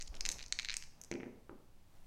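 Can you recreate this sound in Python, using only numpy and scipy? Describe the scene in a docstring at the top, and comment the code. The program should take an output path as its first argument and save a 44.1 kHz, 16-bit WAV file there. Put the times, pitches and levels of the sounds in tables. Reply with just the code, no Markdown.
"""Dice shaken and rolled

Two plastic dice rattle in a cupped hand close to the microphone, then roll onto a cloth mat on a table.
Each clack rings for a millisecond or two in the hollow of the hand; skin rustles and the hand pushes air.
The dice land with thuds that ring the table and tumble; one tips over late, and fingers reach back in.
A small room answers over quiet room tone."""
import sys
import numpy as np
from scipy import signal
from scipy.fft import rfft, irfft
from scipy.io import wavfile
from scipy.ndimage import uniform_filter1d

SR = 44100
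rng = np.random.default_rng(int(sys.argv[2]) if len(sys.argv) > 2 else 0)


def transcribe(signal):
    """Save signal, clipped to [-1, 1], as a 16-bit WAV file at the path in sys.argv[1]."""
    frames = np.atleast_2d(signal).T
    limited = np.clip(frames, -1, 1)
    pcm = np.round(limited * 32767).astype(np.int16)
    wavfile.write(sys.argv[1], SR, pcm)


N = 90978
TIME = np.arange(N) / SR


def amp(db):
    """Decibels to gain."""
    return 10 ** (np.asarray(db) / 20)


def unit_rms(x):
    """Scales to rms 1."""
    return x / np.sqrt(np.mean(x ** 2) + 1e-20)


def curve_at(points, hz):
    """Reads a curve on a log-frequency axis."""
    f, value = np.transpose(points)
    return np.interp(np.log(hz + 1), np.log(f + 1), value)


def add(mix, start, sound):
    """Mixes a sound in at a time in seconds."""
    part = mix[max(round(start * SR), 0):][:len(sound)]
    part += sound[:len(part)]


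def bins(size=4096):
    """Frequencies of a spectrum."""
    return np.fft.rfftfreq(size, 1 / SR)


def resonance(hz, width):
    """Gain of a steep-sided resonance, 1 at its centre."""
    f = bins() + 1
    return 1 / (1 + ((f * f - hz * hz) / (2 * f * width)) ** 2) ** 2


def softened(hz, order):
    """Treble loss of a contact that takes a finite time."""
    return 1 / np.sqrt(1 + (bins() / hz) ** (2 * order))


def impact(gain):
    """The sharpest causal pulse that has this spectrum."""
    log_gain = np.log(np.maximum(np.r_[gain, gain[-2:0:-1]], 1e-5))
    minimum_phase = np.exp(np.conj(signal.hilbert(log_gain)))
    return np.fft.ifft(minimum_phase).real[:len(gain)]


def noise(eq):
    """Coloured noise of rms 1."""
    white = rfft(rng.standard_normal(N))
    return unit_rms(irfft(white * amp(curve_at(eq, bins(size=N))), N))


def fader(points):
    """Gain over time from (time, level) points."""
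    return amp(np.interp(TIME, *np.transpose(points)))


# colour of the room tone (frequency [Hz], relative level [dB])
ROOM_TONE_EQ = [(20, -4), (60, -5.5), (130, -7.5), (270, -15), (450, -23.5), (800, -23), (1400, -30),
                (4000, -33.5), (10000, -38.5), (16000, -39.5)]


def room_tone():
    """A quiet, steady, dark bed of noise."""
    return amp(-66) * noise(ROOM_TONE_EQ)


# swell of the draught (time [s], level [dB])
DRAUGHT_FADER = [(0, -52.5), (.25, -40.5), (.45, -46.5), (.7, -48.5), (.95, -55.5), (1.15, -65),
                 (1.5, -55.5), (2.06, -60.5)]
# its sub-bass colour (frequency [Hz], relative level [dB])
DRAUGHT_EQ = [(5, -7.5), (12, 8.5), (25, -14), (50, -17), (100, -35.5), (300, -56), (1000, -100)]
# puffs of air (centre time [s], width [s], level [dB])
AIR_PUFFS = [(0.1058, 0.005, -34.5), (0.267, 0.018, -29.5)]


def hand_air():
    """The moving hand stirs a low draught; two quick swings suck and push at the microphone."""
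    out = noise(DRAUGHT_EQ) * fader(DRAUGHT_FADER)
    for centre, width, db in AIR_PUFFS:
        swing = (TIME - centre) / width
        out += amp(db) * swing * np.exp(-swing ** 2 / 2)
    return out


# swells of rubbing skin (time [s], level [dB])
RUSTLE_FADER = [(0, -70.5), (.09, -72.5), (.15, -59.5), (.21, -63.5), (.28, -56.5), (.4, -64.5), (.48, -71),
                (.6, -68.5), (.8, -78.5), (1.05, -69), (1.3, -95)]
# colour of the rustle (frequency [Hz], relative level [dB])
RUSTLE_EQ = [(40, 0), (150, 5), (300, 1.5), (800, 0), (1600, -9), (3000, -15.5), (7000, -21.5),
             (11000, -22.5), (16000, -36)]
# fingers brushing the mat at the end (time [s], level [dB])
REACH_FADER = [(1.85, -85), (1.95, -73.5), (2.06, -73)]
# colour of the brushing (frequency [Hz], relative level [dB])
REACH_EQ = [(100, -5), (700, 1), (1500, -6), (4000, -11), (8000, -12), (16000, -19.5)]


def skin_rustle(grain_db=2):
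    """Fingers rub with a grainy hiss during the shake, then brush the mat as they reach for a die."""
    roughness = unit_rms(uniform_filter1d(rng.standard_normal(N), size=50))
    grain = amp(grain_db * roughness)
    shake = unit_rms(noise(RUSTLE_EQ) * grain) * fader(RUSTLE_FADER)
    reach = unit_rms(noise(REACH_EQ) * grain) * fader(REACH_FADER)
    return shake + reach


# resonances of the dice and the hollow of the hand (frequency [Hz], width [Hz])
HAND_MODES = [(2250, 1300), (4050, 720), (5200, 1650), (6400, 1160), (8000, 1220), (10600, 4600)]
# die hitting die (time [s], then the level [dB] of each of the six resonances, low to high)
CLACK_HITS = [(0.0024, -27, -21, -28, -27, -59, -53), (0.0101, -21, -24.5, -20, -16, -37, -60),
              (0.0121, -21, -16.5, -16.5, -25, -23, -35), (0.0203, -20.5, -22, -23, -14, -25, -54),
              (0.0253, -22.5, -30, -18, -11.5, -17, -47), (0.2087, -11, -15.5, -2, -10.5, -16.5, -29),
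              (0.2529, -5, -4, -15, -4, -19, -33), (0.2587, -14.5, -12, -9, -18, -16, -40),
              (0.2629, -5, -5, -8.5, -2.5, -16, -25), (0.29, -8, -0.5, -13, 2, -4, -17.5),
              (0.3014, -15, -12, -16, -14, -42, -37), (0.3157, -21, -13, -37, -6, -11.5, -29),
              (0.3189, -29, -10.5, -28, -6.5, -13, -28), (0.3206, -21, -28, -31, -15, -15, -23),
              (0.3257, -18.5, -26, -19, -14.5, -29.5, -31), (0.3853, -21, -21, -34, -20.5, -39, -41),
              (0.3926, -16, -15, -28, -21, -42, -51), (0.3997, -19, -20, -28, -33, -53, -49),
              (0.4075, -18, -17, -33, -25, -59, -50.5), (0.4139, -22, -17, -47, -47, -52, -55),
              (0.4275, -20, -16, -33, -21, -36, -56), (0.4626, -34, -26, -21.5, -16.5, -32, -68),
              (0.4828, -45, -33.5, -23.5, -43, -31, -48), (0.5247, -3, 4.5, -18, 1.5, -8, -55),
              (0.5894, -2, 1, -7.5, -15, -22, -32), (0.597, -3, -3, -21, -10.5, -22, -33),
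              (0.621, -33, -15, -38, -19, -29, -58), (0.6302, -16, -17, -31, -18, -33, -50),
              (0.6482, -8, -2.5, -22, -11.5, -21, -33), (0.6566, -14, -11, -25, -22, -38, -43),
              (0.6872, -5, -3.5, -15, -16.5, -43, -53), (0.6969, -4.5, -2, -13, -27, -47, -57),
              (0.7041, -9.5, -3.5, -11.5, -23, -39, -43), (0.7158, -11, -12, -16, -19, -36, -44),
              (0.7245, -12, -20, -19, -38, -31, -62), (0.7309, -13.5, -22, -20, -40, -26, -37),
              (0.7411, -6, -30, -10.5, -9.5, -11.5, -37), (0.768, -12, -31, -6.5, -2.5, -4, -21),
              (0.8248, -16, -21, -20, -19.5, -44, -40), (0.8377, -23.5, -33, -22.5, -28, -42, -41),
              (1.015, -30.5, -42, -43, -13, -26, -28.5), (1.0376, -32, -40, -27, -18.5, -26, -32.5),
              (1.0473, -40, -47, -28, -23, -25, -40), (1.1148, -11, -20.5, -18, -10, -24, -37),
              (1.139, -20, -30, -21, -31, -30, -57)]


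def clacks(grip_spread=0.017, low_cut_hz=910, scatter_decay_s=0.0011):
    """Each collision rings damped resonances, which shift with the grip, and scatters in the hand."""
    out, t = np.zeros(N), np.arange(256) / SR
    grips = 1 + grip_spread * rng.standard_normal((len(CLACK_HITS), len(HAND_MODES)))
    scatters = rng.standard_normal((len(CLACK_HITS), len(t))) * np.exp(-t / scatter_decay_s)
    contact_eq = softened(hz=12000, order=4) / np.sqrt(1 + (low_cut_hz / (bins() + 1)) ** 2)
    for (start, *levels), grip, scatter in zip(CLACK_HITS, grips, scatters):
        ring_power = sum((amp(db) * resonance(hz * detune, width)) ** 2
                         for db, detune, (hz, width) in zip(levels, grip, HAND_MODES))
        palm = amp(levels[0] - 20) * resonance(hz=975, width=820)
        tick = amp(max(levels) - 47)
        clack = impact(np.sqrt(ring_power + palm ** 2 + tick ** 2) * contact_eq)
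        scattered = np.convolve(clack, scatter / np.linalg.norm(scatter))
        add(out, start, clack)
        add(out, start + 0.00045, amp(-8.5) * scattered)  # between the fingers
        add(out, start + 0.0079, amp(-20.5) * clack)  # reflection off the table
    return out


# decay of the room (frequency [Hz], T60 [s])
REVERB_DECAY = [(200, 0.48), (700, 0.67), (2200, .5), (6000, 0.54), (9000, .38), (14000, 0.33)]
# colour of the reverb (frequency [Hz], wet level [dB])
REVERB_EQ = [(150, 2), (280, -10), (450, -3.5), (900, -1), (1500, -12.5), (2300, -10.5), (3900, -15.5),
             (5400, -6), (6800, -13.5), (8200, -14), (9600, -10), (11500, -6.5), (15000, -2)]


def room_tail(predelay_s=0.00085, build_s=0.0015):
    """A diffuse tail that builds quickly and dies at its own speed in each band."""
    hz, t, bands = signal.stft(rng.standard_normal(SR), SR, nperseg=256)
    rate = np.log(1000) / curve_at(REVERB_DECAY, hz)[:, None]
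    decay = np.exp(-rate * t) * np.sqrt(2 * rate / SR)
    wet = amp(curve_at(REVERB_EQ, hz))[:, None]
    tail = signal.istft(bands * decay * wet, SR, nperseg=256)[1]
    return tail * np.clip((np.arange(len(tail)) / SR - predelay_s) / build_s, 0, 1)


def room_reverb(send, count=3, sweep_hz=9):
    """The dice move, so successive hits set off different tails: the send sweeps between them."""
    sweep = 2 * np.pi * sweep_hz * TIME
    feeds = [send * np.cos(sweep + np.pi * k / count) for k in range(count)]
    return np.sqrt(2 / count) * sum(signal.fftconvolve(feed, room_tail())[:N] for feed in feeds)


# die scraping die, plus one lone small tick at 0.143 s (start [s], length [s], level [dB], centre frequency
# [Hz])
SLIDE_CUES = [(.0612, 0.0049, -63, 4970), (.075, .005, -50, 5580), (.143, 0.00024, -42.5, 2450),
              (.151, .004, -52.5, 5560), (0.164, 0.0079, -55.5, 3800), (0.34, 0.0046, -54, 5200),
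              (0.4248, .006, -50, 4050), (0.437, 0.0048, -54, 3830)]


def slides(slips_per_s=1900, high_cut_hz=8500):
    """A sliding edge chatters in a quick run of tiny slips."""
    out = np.zeros(N)
    for start, length, db, hz in SLIDE_CUES:
        count = max(round(length * slips_per_s), 1)
        slips = np.zeros(round(length * SR) + 1)
        slips[rng.integers(0, len(slips), count)] = rng.uniform(0.13, 1, count)
        click = impact(resonance(hz, width=hz) / (1 + (bins() / high_cut_hz) ** 8))
        chatter = np.convolve(slips, click)
        add(out, start, amp(db) * chatter * np.sqrt(len(slips) / np.sum(chatter ** 2)))
    return out


# die hitting the mat (time [s], thud level [dB], knock level [dB], knock pitch [Hz])
MAT_HITS = [(1.1141, 0, -13.5, 2180), (1.1255, -8.5, -9, 2310), (1.1544, -9.5, -12.5, 2240),
            (1.2009, -8.5, -18.5, 2370), (1.2062, -17, -15, 2140), (1.232, -6, -12.5, 2000),
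            (1.2403, -15, -22.5, 2300), (1.2608, -27, -21.5, 1710), (1.296, -25, -46, 2000),
            (1.4946, -10, -13, 1315)]
# resonances of a knock (frequency [x knock pitch], width [x own frequency], relative level [dB])
KNOCK_MODES = [(.62, 0.21, -6.5), (1, 0.22, -1), (1.25, 1, -14.5)]


def landings(wall_echo_s=0.0355, wall_echo_db=-3.5):
    """The mat softens each blow to a dull knock and a thud; a wall throws the thud back."""
    out = np.zeros(N)
    punch = amp(0.5) * impact(resonance(hz=319.4, width=193))
    body = amp(-8) * impact(resonance(hz=255, width=425))
    thud = -(punch + body)
    for start, thud_db, knock_db, hz in MAT_HITS:
        ring = sum(amp(db) * resonance(ratio * hz, width * ratio * hz)
                   for ratio, width, db in KNOCK_MODES)
        knock = impact(ring * softened(hz=3330, order=6))
        add(out, start, amp(thud_db) * thud + amp(knock_db) * knock)
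        add(out, start + wall_echo_s, amp(thud_db + wall_echo_db) * thud)
    return out


# ring of the table under the mat (frequency [Hz], offset from thud level [dB], T60 [s])
TABLE_MODES = [(126.5, -51.5, 0.24), (201.8, -48, 0.46), (234.2, -54.5, 0.6), (265, -47, 0.33),
               (295.5, -51.5, 0.37), (345, -44.5, 0.22), (395, -55, .3), (434, -65, 0.24), (472, -77, .28),
               (558.2, -59, 0.49), (570, -70, 0.32), (800, -58, .3), (910, -63, .25)]


def table_ring(spot_spread_db=1.5):
    """Each landing rings the table's modes, a little differently at each spot."""
    out, t = np.zeros(N), np.arange(SR) / SR
    spots = spot_spread_db * rng.standard_normal((len(MAT_HITS), len(TABLE_MODES)))
    for (start, thud_db, _, _), spot in zip(MAT_HITS, spots):
        for (hz, db, t60), spot_db in zip(TABLE_MODES, spot):
            ring = np.exp(-np.log(1000) * t / t60) * np.sin(2 * np.pi * hz * t)
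            add(out, start, -amp(thud_db + db + spot_db) * ring)
    return out


def scene(roll_send_db=5):
    """Dice, hand and table in mono; the landings are farther off and so more reverberant."""
    rattle = clacks() + slides()
    roll = landings()
    reverb = room_reverb(rattle + amp(roll_send_db) * roll)
    return (rattle + roll + reverb + table_ring() + skin_rustle() + hand_air() + room_tone())[None]


def record(dry, high_cut_hz=16100):
    """A steep high cut takes the very top off the mix."""
    lowpass = signal.firwin(255, high_cut_hz, window=("kaiser", 8), fs=SR)
    return signal.oaconvolve(dry, lowpass[None], "same")


dry = scene()
out = record(dry)
transcribe(out)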